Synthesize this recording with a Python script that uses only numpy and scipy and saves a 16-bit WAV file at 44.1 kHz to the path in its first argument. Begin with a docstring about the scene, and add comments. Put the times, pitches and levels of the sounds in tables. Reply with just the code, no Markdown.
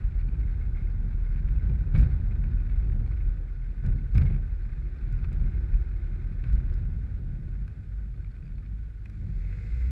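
"""A vehicle rolls fast down an asphalt road, its shaking carried into a low camera's mount and case.
Noise driven through resonant bodies makes the mount rock, the bodywork drum, the wheels roar and the grit grind.
Rough patches, two of them severe, swell it; soft pushes jolt the vehicle, and short noise bursts crunch and clack.
On the rise an engine-like throb of gliding partials dips and climbs as the camera draws up to a longboard rider,
whose wheels rasp and sizzle nearer in shaped noise; small metal parts ring as dying sines over a faint hiss."""
import sys
import numpy as np
from scipy import signal
from scipy.fft import rfft, irfft
from scipy.io import wavfile
from scipy.ndimage import uniform_filter1d

SR = 44100
rng = np.random.default_rng(int(sys.argv[2]) if len(sys.argv) > 2 else 0)


def unload_audio(sound):
    """Save the sound as a 16-bit wav file, at the path given as the first command line argument."""
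    columns = np.transpose(np.atleast_2d(sound))
    # keep every value between -1 and 1, then stretch to whole-number steps
    steps = np.round(np.clip(columns, -1, 1) * 32767)
    wavfile.write(sys.argv[1], SR, steps.astype(np.int16))


N = 437017
TIME = np.arange(N) / SR
CUTOFF_HZ = 13500

# Speed falls in the curve and on the rise, then picks up again at the end: t/s, speed/share of top speed
SPEED_CURVE = [(0, 0.98), (2.9, 0.92), (4.9, 0.86), (6.5, 0.8), (7.25, 0.58), (8.9, 0.45), (9.9, 0.64)]
# Unevenness of the road under the wheels: t/s, relative level/dB
ROAD_UNEVENNESS = [(0, -0.5), (1.3, -0.4), (2.45, 1.5), (2.68, -0.5), (2.98, 2.5), (3.28, -1), (3.52, -5),
                   (4.05, -3.5), (4.6, -3.5), (4.95, -3.5), (5.35, 2.5), (5.92, -1), (7.15, -0.1), (7.5, 1),
                   (7.9, -2), (8.6, -0.5), (8.9, -3.5), (9.6, -2)]
# Rough patches under the wheels: t/s, length/s, relative shaking/dB, relative grinding/dB
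ROUGH_PATCHES = [(0.293, .1, -17.5, -24), (1.634, 0.057, -5.5, -2), (1.948, 0.072, 0, 2.5),
                 (3.845, 0.03, -2.5, -1), (4.157, 0.074, 1, -1.5), (6.443, 0.29, -11.5, -10.5),
                 (6.8, 0.47, -15.5, -34), (9.233, 0.06, -13.5, -35)]
PATCH_ATTACK_S, SHAKE_FALL_DB_PER_S, GRIND_FALL_DB_PER_S = .02, 69, 71.5
# Long waves in the road that rock the mount: t/s, level/dB
ROAD_WAVES = [(1.24, -28), (1.55, -24), (2.0, -18.5), (2.55, -24.5), (2.8, -21.5), (2.95, -21),
              (3.268, -23), (3.92, -22.5), (4.191, -16), (5.43, -24.5), (5.759, -20.5), (6.55, -20.5)]
WAVE_S = 0.054  # from the crest of a wave to 1/e of it

# How the mount's sway answers the ride: level at top speed/dB, power of speed, power of the road's unevenness,
# level on a patch of 0 dB/dB
SWAY_RESPONSE = dict(cruise_db=-25, speed_power=2.21, road_share=0.73, patch_db=-24.5)
# The same settings for the drumming bodywork: level/dB, power, power, level/dB
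BODYWORK_RESPONSE = dict(cruise_db=-33, speed_power=1.04, road_share=1.55, patch_db=-23)
# The same settings for the roaring wheels: level/dB, power, power, level/dB
ROAR_RESPONSE = dict(cruise_db=-55.5, speed_power=0.94, road_share=0.93, patch_db=-47.5)
# The same settings for air squeezed from under the wheels: level/dB, power, power, level/dB
AIR_RESPONSE = dict(cruise_db=-69.5, speed_power=2.9, road_share=0.98, patch_db=-68.5)
# The same settings for the grinding grit, before the side road: level/dB, power, power, level/dB
GRIND_RESPONSE = dict(cruise_db=-62, speed_power=1.47, road_share=0.28, patch_db=-57.5)
# The side road has coarser chips and grinds louder
SIDE_ROAD_S, SIDE_ROAD_BLEND_S, SIDE_ROAD_DB = 4, 1, 3

# Broad colour of the rocking mount: f/Hz, relative level per Hz/dB
SWAY_COLOUR = [(12, -48.5), (24, -27), (33, -4), (42, -7.5), (58, -7), (68, -20.5), (110, -39)]
# Slow sway resonance of the mount: f/Hz, width/Hz, height/dB
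SWAY_RESONANCES = [(39.55, 5.3, 10)]
# Quicker nodding resonance of the mount: f/Hz, width/Hz, height/dB
NOD_RESONANCES = [(52.8, 7, 11.5)]
NOD_DB, NOD_POWER = -6.3, -0.9  # nod over sway at top speed, and its power of speed: more nod when slow
# Broad colour of the bodywork: f/Hz, relative level per Hz/dB
BODYWORK_COLOUR = [(45, -24.5), (72, 1), (98, -1.5), (112, -6), (128, -2.5), (162, -10), (176, -17),
                   (212, -16), (255, -28), (400, -45.5)]
# Bodywork resonances: f/Hz, width/Hz, height/dB
BODYWORK_RESONANCES = [(78.3, 9, 6), (98.6, 24, 2), (127.9, 4.2, 3.5), (171, 12, 4), (174, 6.1, -3),
                       (210, 84, 2.5)]
# Broad colour of the wheel roar: f/Hz, relative level per Hz/dB
ROAR_COLOUR = [(150, -11.5), (270, 0.5), (370, -1.5), (420, -8), (500, -8.5), (650, -16), (820, -17.5),
               (1050, -29.5), (1600, -36), (4000, -61.5)]
# Wheel resonance in the roar: f/Hz, width/Hz, height/dB
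WHEEL_RESONANCES = [(450, 19, 2.1)]
# Colour of the squeezed air: f/Hz, relative level per Hz/dB
AIR_COLOUR = [(550, -14), (760, 0), (980, -2.5), (1250, -10.5)]
# Broad colour of grit heard through the case: f/Hz, relative level per Hz/dB
CASE_COLOUR = [(200, -21.5), (700, -11.5), (1020, -6.5), (1300, 0), (1700, 2), (2000, -1), (2520, -3),
               (2750, -13.5), (3200, -19.5), (3600, -12.5), (4300, -22), (5700, -27), (8000, -34),
               (13000, -40)]
# Case resonances: f/Hz, width/Hz, height/dB
CASE_RESONANCES = [(1236, 39, 4.5), (1462, 71, 7.1), (1532, 110, 5), (2120, 130, 2.3), (3970, 200, 2.4),
                   (4270, 160, 5.4), (4750, 110, 5.5), (5140, 170, 8.3)]

# Colour of the steady hiss: f/Hz, relative level per Hz/dB
FAINT_HISS_COLOUR = [(100, -3.5), (2500, 3.5), (4500, -1), (6000, -6), (7500, -6), (10500, -10.5),
                     (13000, -17.5)]
# Thin whine in the steady hiss: f/Hz, width/Hz, height/dB
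WHINE_RESONANCES = [(7408, 14, 14)]
# The wheels drone, loudest in the curve and for a moment after the rise: t/s, level/dB
DRONE_CURVE = [(0, -79.5), (4.3, -74), (4.7, -62), (6.1, -60.5), (6.5, -68.5), (9.0, -81.5), (9.25, -59),
               (9.45, -83)]
DRONE_HZ, DRONE_POWER = 375.7, 0.33  # pitch at top speed, and its power of speed
# Small metal parts: f/Hz, relative peak level/dB, t60/s, power of speed
METAL_PARTS = [(2140, -55.5, .05, 4), (2480, -62, .03, 2), (4310, -69.5, .022, 1)]

# Stretches of gravel under the wheels: start t/s, end t/s, stones/s, strongest relative level/dB
GRAVEL_STRETCHES = [(0.1, 1.9, 20, -47.5), (2.281, 3.26, 34, -46.5), (4.225, 4.343, 80, -44.5),
                    (5.282, 5.497, 40, -46), (8.1, 8.66, 40, -53)]
GRAVEL_SPREAD_DB, GRAVEL_T60_S = 6, 0.025  # how much the stones differ; decay of each crunch
# A wheel strikes a stone or an edge: t/s, relative level/dB, t60 of the crunch/s
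STONE_STRIKES = [(0.2855, -48, 0.023), (1.485, -45, 0.035), (1.9495, -36, 0.043), (1.9605, -37, .05),
                 (1.9935, -41.5, 0.092), (2.0275, -39.5, 0.058), (2.4384, -42.5, 0.024),
                 (2.6975, -46, 0.034), (4.1478, -41.5, .1), (4.1555, -43, 0.071), (4.1797, -33.5, 0.029),
                 (4.2168, -37.5, 0.048), (4.2551, -41.5, 0.048), (4.2665, -48.5, 0.041),
                 (4.3615, -44, 0.018), (5.2425, -40.5, 0.043), (5.7384, -45, .03), (6.4388, -42.5, 0.032),
                 (7.6785, -44, 0.014), (8.2444, -49, 0.03), (8.5805, -50.5, 0.04), (8.6598, -52, .03),
                 (9.0569, -42.5, .024), (9.098, -54.5, 0.044)]
# The vehicle's broad answer to a stone: f/Hz, relative level per Hz/dB
KNOCK_COLOUR = [(150, -1.5), (400, -4), (900, -5), (1300, 3), (2000, 0), (2500, 3.5), (2800, -8.5),
                (3150, -11.5), (3900, -11.5), (5500, -26), (9000, -33)]
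# Resonances in that answer: f/Hz, width/Hz, height/dB
KNOCK_RESONANCES = [(1540, 82, 6), (2240, 50, 6), (2420, 180, 2)]
# The case clacks against its mount: t/s, relative level/dB
CASE_CLACKS = [(1.9784, -49), (1.987, -47.5), (1.9976, -54), (2.012, -47), (3.8636, -50), (4.147, -51),
               (4.163, -56), (4.1796, -40.5), (4.215, -53.5), (4.2345, -55.5), (5.1253, -55),
               (5.3288, -53.5), (6.5277, -53), (6.554, -57), (6.74, -55), (7.6784, -60), (9.0568, -60),
               (9.098, -57)]
CLACK_T60_S = 0.012
# Broad colour of a clack: f/Hz, relative level per Hz/dB
CLACK_COLOUR = [(400, -22.5), (1500, 4), (2500, 5.5), (3200, -8), (3900, 0), (4450, -13), (5200, -1),
                (6000, -5.5), (8000, -9.5), (10000, -13), (12500, -10.5), (14500, -40)]
# Resonances in a clack: f/Hz, width/Hz, height/dB
CLACK_RESONANCES = [(3850, 300, 2.7), (4890, 250, 11), (7500, 500, 5.4), (10800, 400, 6.6)]
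# Bumps that jolt the whole vehicle; the strongest sets the overall peak: t/s, push level/dB
VEHICLE_JOLTS = [(1.975, -14), (1.993, -21.5), (3.893, -24), (4.15, -20), (4.176, -11.5), (4.22, -20.5),
                 (5.127, -24), (5.331, -27.5), (6.527, -32)]
# A bracket rattles around the hardest jolt: t/s, level before the mode's own/dB
BRACKET_RATTLES = [(4.1545, -53), (4.2236, -48), (4.2555, -50), (4.2665, -43.5), (4.297, -52), (4.325, -57)]
# What the bracket rings with: f/Hz, relative level/dB, t60/s
BRACKET_RINGS = [(2170, -11, .05), (2170, -8, 0.092)]

# The low throb on the rise: t/s, pitch f/Hz, relative level/dB, strain/0-1
THROB_CURVE = [(7.1, 42, -58, 0), (7.49, 46, -38.5, 0), (8.07, 50.27, -39.5, 0), (8.27, 49.95, -43.5, .6),
               (8.45, 40, -44, 0.05), (8.65, 48.85, -34, 0), (8.9, 56.18, -39.5, 0),
               (9.06, 50.8, -43, 0.56), (9.3, 54.94, -40, 0.96), (9.36, 39.2, -31, 0),
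               (9.45, 44.17, -31.5, 0.22), (9.66, 53, -35, 0.4), (9.81, 59.9, -31.5, 0),
               (9.9, 63.36, -26.5, 0)]
# Partials of the throb: multiple of the pitch
THROB_MULTIPLES = [1, 1.5, 2, 3, 4, 6]
# Levels of those partials: level running easy/dB, level under strain/dB
THROB_PARTIALS = [(1, 3), (-20, 1.5), (-13.5, 2), (-27, -1.5), (-32, -8), (-44, -20.5)]
# A small metal part chirps on the rise: t/s, f/Hz
METAL_CHIRPS = [(8.162, 4245), (8.314, 4350), (8.355, 4270), (8.436, 4720), (8.456, 4730), (8.478, 4783),
                (8.556, 4310), (8.578, 4220), (8.659, 4330)]
CHIRP_DB, CHIRP_T60_S = -68.5, 0.032  # middle level and decay
CHIRP_LOW_HZ, CHIRP_LOW_DB = 3550, -5  # a lower mode, on average weaker, rings with it
# The longboard coming near: t/s, relative rasp level/dB
LONGBOARD_APPROACH = [(0, -100), (8.6, -84), (9.15, -71), (9.33, -64), (9.44, -58.5), (9.54, -54.3),
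                      (9.67, -57.3), (9.78, -55.6), (9.9, -55.6)]
# Colour of the longboard's rasp: f/Hz, relative level per Hz/dB
RASP_COLOUR = [(350, 0), (500, -1), (950, -13), (1250, -6), (1480, 0), (2000, -1), (2550, -4), (3100, -22)]
# Resonances in the rasp: f/Hz, width/Hz, height/dB
RASP_RESONANCES = [(480, 38, 12), (1520, 120, 0.5), (2060, 53, 9), (2200, 150, 7), (2520, 80, 5)]
SIZZLE_FROM_S, SIZZLE_SWELL_S, SIZZLE_DB = 8.95, .85, -71.6  # an even swell up to this level
# Colour of the longboard's fine sizzle: f/Hz, relative level per Hz/dB
SIZZLE_COLOUR = [(3150, -10), (3500, 0), (4300, -1), (5800, -9.5), (7450, -8), (8200, -16), (13000, -24)]
# Resonance in the sizzle: f/Hz, width/Hz, height/dB
SIZZLE_RESONANCES = [(5130, 200, 3)]


def from_db(db):
    """Decibels to gain."""
    return 10 ** (np.asarray(db) / 20)


def rms_one(x):
    """Scale to unit power."""
    return x / np.sqrt(np.mean(x ** 2) + 1e-20)


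def level_curve(rows):
    """Turn rows of time and dB into a gain per sample."""
    s, db = np.transpose(rows)
    return from_db(np.interp(TIME, s, db))


def drift(rate):
    """Slow chance of spread 1, changing about rate times a second."""
    knots = rng.standard_normal(int(TIME[-1] * rate) + 2)
    return rms_one(np.interp(TIME * rate, np.arange(len(knots)), knots))


def body(force, colour, modes, size=32768):
    """Ring a force through a causal response of unit energy: a broad colour with resonances on it."""
    hz = np.arange(size // 2 + 1) * SR / size
    points = np.array(colour)
    db = np.interp(np.log(hz + 1), np.log(points[:, 0]), points[:, 1])
    # fall away beyond both ends of the colour
    above = np.maximum(hz / points[-1, 0], 1)
    below = np.maximum(points[0, 0] / (hz + 1), 1)
    db -= 40 * np.log10(above * below)
    for centre, width, height in modes:
        db += height / (1 + (2 * (hz - centre) / width) ** 2)
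    # minimum phase: nothing sounds early
    cepstrum = irfft(np.log(from_db(db)))[:size // 2]
    response = irfft(np.exp(rfft(2 * cepstrum, size)))[:size // 2]
    return signal.fftconvolve(force, response / np.linalg.norm(response))[:N]


def steadied(x, seconds):
    """Even out the swells of a vibration that last longer than the given time."""
    window = int(seconds * SR)
    power = uniform_filter1d(uniform_filter1d(x ** 2, window), window)
    return x / np.sqrt(np.abs(power) + 1e-12)


def wandering(x, share, per_s):
    """Let the pitch of a vibration stray a little as the load shifts."""
    position = np.cumsum(1 + share * drift(per_s))
    return np.interp(position * (N - 1) / position[-1], np.arange(N), x)


def contacts(events, crunch, rise_s):
    """Each contact is a sharp click and a short noise crunch that builds up quickly and dies."""
    force, age = np.zeros(N), TIME[:SR // 10]
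    for s, db, t60 in events:
        swell = np.minimum(age / rise_s, 1) * from_db(-60 * np.maximum(age - rise_s, 0) / t60)
        blow = crunch * rng.standard_normal(len(age)) * swell
        blow[0] += 1
        at = int(s * SR)
        force[at:at + len(age)] += from_db(db) * blow[:N - at]
    return force


def speed():
    """Share of top speed at every sample."""
    return np.maximum(np.interp(TIME, *np.transpose(SPEED_CURVE)), .1)


def patches():
    """Rough patches set in quickly, hold and die away: gains of shaking and of grinding."""
    shake, grind = np.zeros(N), np.zeros(N)
    for s, length, shake_db, grind_db in ROUGH_PATCHES:
        entered = np.clip(1 + (TIME - s) / PATCH_ATTACK_S, 0, 1)
        since = np.maximum(TIME - s - length, 0)
        shake += entered * from_db(shake_db - SHAKE_FALL_DB_PER_S * since)
        grind += entered * from_db(grind_db - GRIND_FALL_DB_PER_S * since)
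    return shake, grind


def driven(patch, cruise_db, speed_power, road_share, patch_db):
    """A part's gain grows with speed and unevenness; rough patches add their power on top."""
    ride = from_db(cruise_db) * speed() ** speed_power * level_curve(ROAD_UNEVENNESS) ** road_share
    return np.hypot(ride, from_db(patch_db) * patch)


def sway_level(shake, wander_db):
    """How far the mount rocks: with the ride, wandering a little, and swelling on each wave in the road."""
    waves = sum(from_db(db) * np.exp(-((TIME - s) / WAVE_S) ** 2) for s, db in ROAD_WAVES)
    return np.hypot(driven(shake, **SWAY_RESPONSE) * from_db(wander_db * drift(5.5)), waves)


def rumble(shake):
    """The uneven road rocks the mount, drums on the bodywork, roars in the wheels and squeezes out air."""
    road = rng.standard_normal((5, N))
    lumps = from_db(1.7 * drift(70))  # the same lumps of asphalt push on mount and bodywork
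    sway = body(road[0] * lumps, SWAY_COLOUR, SWAY_RESONANCES)
    nod = from_db(NOD_DB) * speed() ** NOD_POWER * body(road[1] * lumps, SWAY_COLOUR, NOD_RESONANCES)
    rocking = sway_level(shake, wander_db=0.95) * steadied(sway + nod, seconds=0.085)
    bodywork = wandering(body(road[2] * lumps, BODYWORK_COLOUR, BODYWORK_RESONANCES), share=.025, per_s=4)
    drumming = driven(shake, **BODYWORK_RESPONSE) * steadied(bodywork, seconds=0.064)
    roar_force = road[3] * from_db(1.5 * drift(60))
    roaring = driven(shake, **ROAR_RESPONSE) * body(roar_force, ROAR_COLOUR, WHEEL_RESONANCES)
    squeezed_air = driven(shake, **AIR_RESPONSE) * body(road[4], AIR_COLOUR, [])
    return rocking + drumming + roaring + squeezed_air


def grit_level(grind):
    """How hard the chips tap the wheels; harder once the vehicle is on the side road."""
    side_road = np.clip((TIME - SIDE_ROAD_S) / SIDE_ROAD_BLEND_S, 0, 1)
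    return driven(grind, **GRIND_RESPONSE) * from_db(SIDE_ROAD_DB * side_road)


def grinding(grit, grains_per_s, spread_db, smooth_share, patchy_db, clump_db):
    """Countless chips of the asphalt tap the wheels, in clumps, and ring in the case."""
    sizes = from_db(spread_db * np.minimum(rng.exponential(1, N), 5)) * rng.choice([-1, 1], N)
    grains = rms_one(sizes * (rng.random(N) < grains_per_s / SR))
    texture = grains + smooth_share * rng.standard_normal(N)
    clumps = from_db(patchy_db * drift(110) + clump_db * drift(22))
    return body(grit * rms_one(texture * clumps), CASE_COLOUR, CASE_RESONANCES)


def faint_hiss():
    """Steady noise with a narrow resonance gives a hiss with a thin whine under everything."""
    return from_db(-77.5) * body(rng.standard_normal(N), FAINT_HISS_COLOUR, WHINE_RESONANCES)


def drone(width_hz):
    """A narrow, wavering band of wheel vibration follows the speed in pitch."""
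    phase = 2 * np.pi * np.cumsum(DRONE_HZ * speed() ** DRONE_POWER) / SR
    band = drift(width_hz) * np.cos(phase) + drift(width_hz) * np.sin(phase)
    return level_curve(DRONE_CURVE) * rms_one(band)


def pings(per_s, spread_db):
    """Now and then a chip sets one metal part ringing, harder at speed."""
    age, out = TIME[:SR // 10], np.zeros(N)
    for hz, db, t60, speed_power in METAL_PARTS:
        taps = (rng.random(N) < per_s / SR) * from_db(-spread_db * rng.random(N))
        ring = np.sin(2 * np.pi * hz * age) * from_db(db - 60 * age / t60)
        out += signal.fftconvolve(taps * speed() ** speed_power, ring)[:N]
    return out


def chatter(grit, per_s, over_db, spread_db, t60):
    """Lesser stones at random times follow the level of the grinding: rows of t/s, level/dB, t60/s."""
    draws = rng.random((int(per_s * TIME[-1]), 2))
    s = draws[:, 0] * TIME[-1]
    db = 20 * np.log10(np.interp(s, TIME, grit)) + over_db - spread_db * draws[:, 1]
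    return np.column_stack([s, db, np.full(len(s), t60)])


def gravel():
    """Small stones follow each other closely and unevenly: rows of t/s, level/dB, t60/s."""
    stones = []
    for start, end, per_s, db in GRAVEL_STRETCHES:
        for when, weaker in rng.random((int(per_s * (end - start)), 2)):
            stones.append((start + when * (end - start), db - GRAVEL_SPREAD_DB * weaker, GRAVEL_T60_S))
    return stones


def knocks(grit):
    """Stones knock dully through the vehicle, small ones crunch softly, and the hard case clacks brightly."""
    strikes = from_db(3.5) * contacts(STONE_STRIKES, crunch=0.33, rise_s=0.0012)
    small_stones = [*chatter(grit, per_s=20, over_db=11.0, spread_db=3.5, t60=.02), *gravel()]
    strikes += contacts(small_stones, crunch=0.38, rise_s=0.002)
    clack_events = [(s, db, CLACK_T60_S) for s, db in CASE_CLACKS]
    clack_force = contacts(clack_events, crunch=0.32, rise_s=.0003)
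    clacks = from_db(7.5) * body(clack_force, CLACK_COLOUR, CLACK_RESONANCES)
    return body(strikes, KNOCK_COLOUR, KNOCK_RESONANCES) + clacks


def jolts(push_s, sway_share):
    """A bump is a soft push through the wheels that sets bodywork and mount swinging."""
    force = np.zeros(N)
    for s, db in VEHICLE_JOLTS:
        force -= from_db(db) * np.exp(-((TIME - s) / push_s) ** 2)
    swing = body(force, BODYWORK_COLOUR, BODYWORK_RESONANCES)
    swing += sway_share * body(force, SWAY_COLOUR, SWAY_RESONANCES)
    return swing / np.abs(swing).max() * from_db(max(db for s, db in VEHICLE_JOLTS))


def bracket_ring():
    """A loose bracket rattles around the hardest jolt, and each knock leaves it ringing in dying sines."""
    out, age = np.zeros(N), TIME[:SR // 5]
    for s, db in BRACKET_RATTLES:
        at = int(s * SR)
        for hz, mode_db, t60 in BRACKET_RINGS:
            out[at:at + len(age)] += np.sin(2 * np.pi * hz * age) * from_db(db + mode_db - 60 * age / t60)
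    return out


def throb(waver, flutter_db):
    """A low, engine-like throb glides with its pitch curve; under strain its overtones come up."""
    s, hz, db, strain = np.transpose(THROB_CURVE)
    pitch = np.interp(TIME, s, hz) * (1 + waver * drift(25))
    phase = 2 * np.pi * np.cumsum(pitch) / SR
    strain = np.clip(np.interp(TIME, s, strain), 0, 1)
    tone = np.zeros(N)
    for order, (easy_db, strained_db) in zip(THROB_MULTIPLES, THROB_PARTIALS):
        partial_db = easy_db + strain * (strained_db - easy_db) + flutter_db * drift(15)
        tone += from_db(partial_db) * np.sin(order * phase + 2 * np.pi * rng.random())
    return np.sqrt(2) * from_db(np.interp(TIME, s, db)) * (TIME > s[0]) * tone


def chirps(spread_db):
    """Each chirp is a brief ring of two modes, a little stronger or weaker every time."""
    out, age = np.zeros(N), TIME[:SR // 10]
    for s, hz in METAL_CHIRPS:
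        high, low = from_db(CHIRP_DB + spread_db * rng.standard_normal(2))
        ring = high * np.sin(2 * np.pi * hz * age)
        ring += low * from_db(CHIRP_LOW_DB) * np.sin(2 * np.pi * CHIRP_LOW_HZ * age)
        at = int(s * SR)
        out[at:at + len(age)] += ring * from_db(-60 * age / CHIRP_T60_S)
    return out


def longboard():
    """The longboard's wheels come through the air as a surging rasp with a dense, even sizzle."""
    surging = rng.standard_normal(N) * from_db(1.9 * drift(200))
    rasp = level_curve(LONGBOARD_APPROACH) * from_db(-3.5) * body(surging, RASP_COLOUR, RASP_RESONANCES)
    near = np.clip((TIME - SIZZLE_FROM_S) / SIZZLE_SWELL_S, 0, 1)
    sizzle = near * from_db(SIZZLE_DB) * body(rng.standard_normal(N), SIZZLE_COLOUR, SIZZLE_RESONANCES)
    return rasp + sizzle


def scene():
    """Everything meets at the one microphone."""
    shake, grind = patches()
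    grit = grit_level(grind)
    vehicle = rumble(shake) + drone(width_hz=36) + jolts(push_s=0.0013, sway_share=1.0) + knocks(grit)
    wheels = grinding(grit, grains_per_s=2500, spread_db=1.0, smooth_share=0.71, patchy_db=1.7, clump_db=.5)
    metal = from_db(5.5) * pings(per_s=7.9, spread_db=7.5) + chirps(spread_db=2.0) + bracket_ring()
    low_throb = throb(waver=0.01574, flutter_db=2.0)
    return (vehicle + wheels + metal + low_throb + longboard() + faint_hiss())[None]


def record(dry):
    """A steep low-pass cuts the top."""
    low_pass = signal.ellip(10, .1, 80, CUTOFF_HZ, fs=SR, output="sos")  # ripple, stop band in dB
    return signal.sosfilt(low_pass, dry)


dry = scene()
out = record(dry)
unload_audio(out)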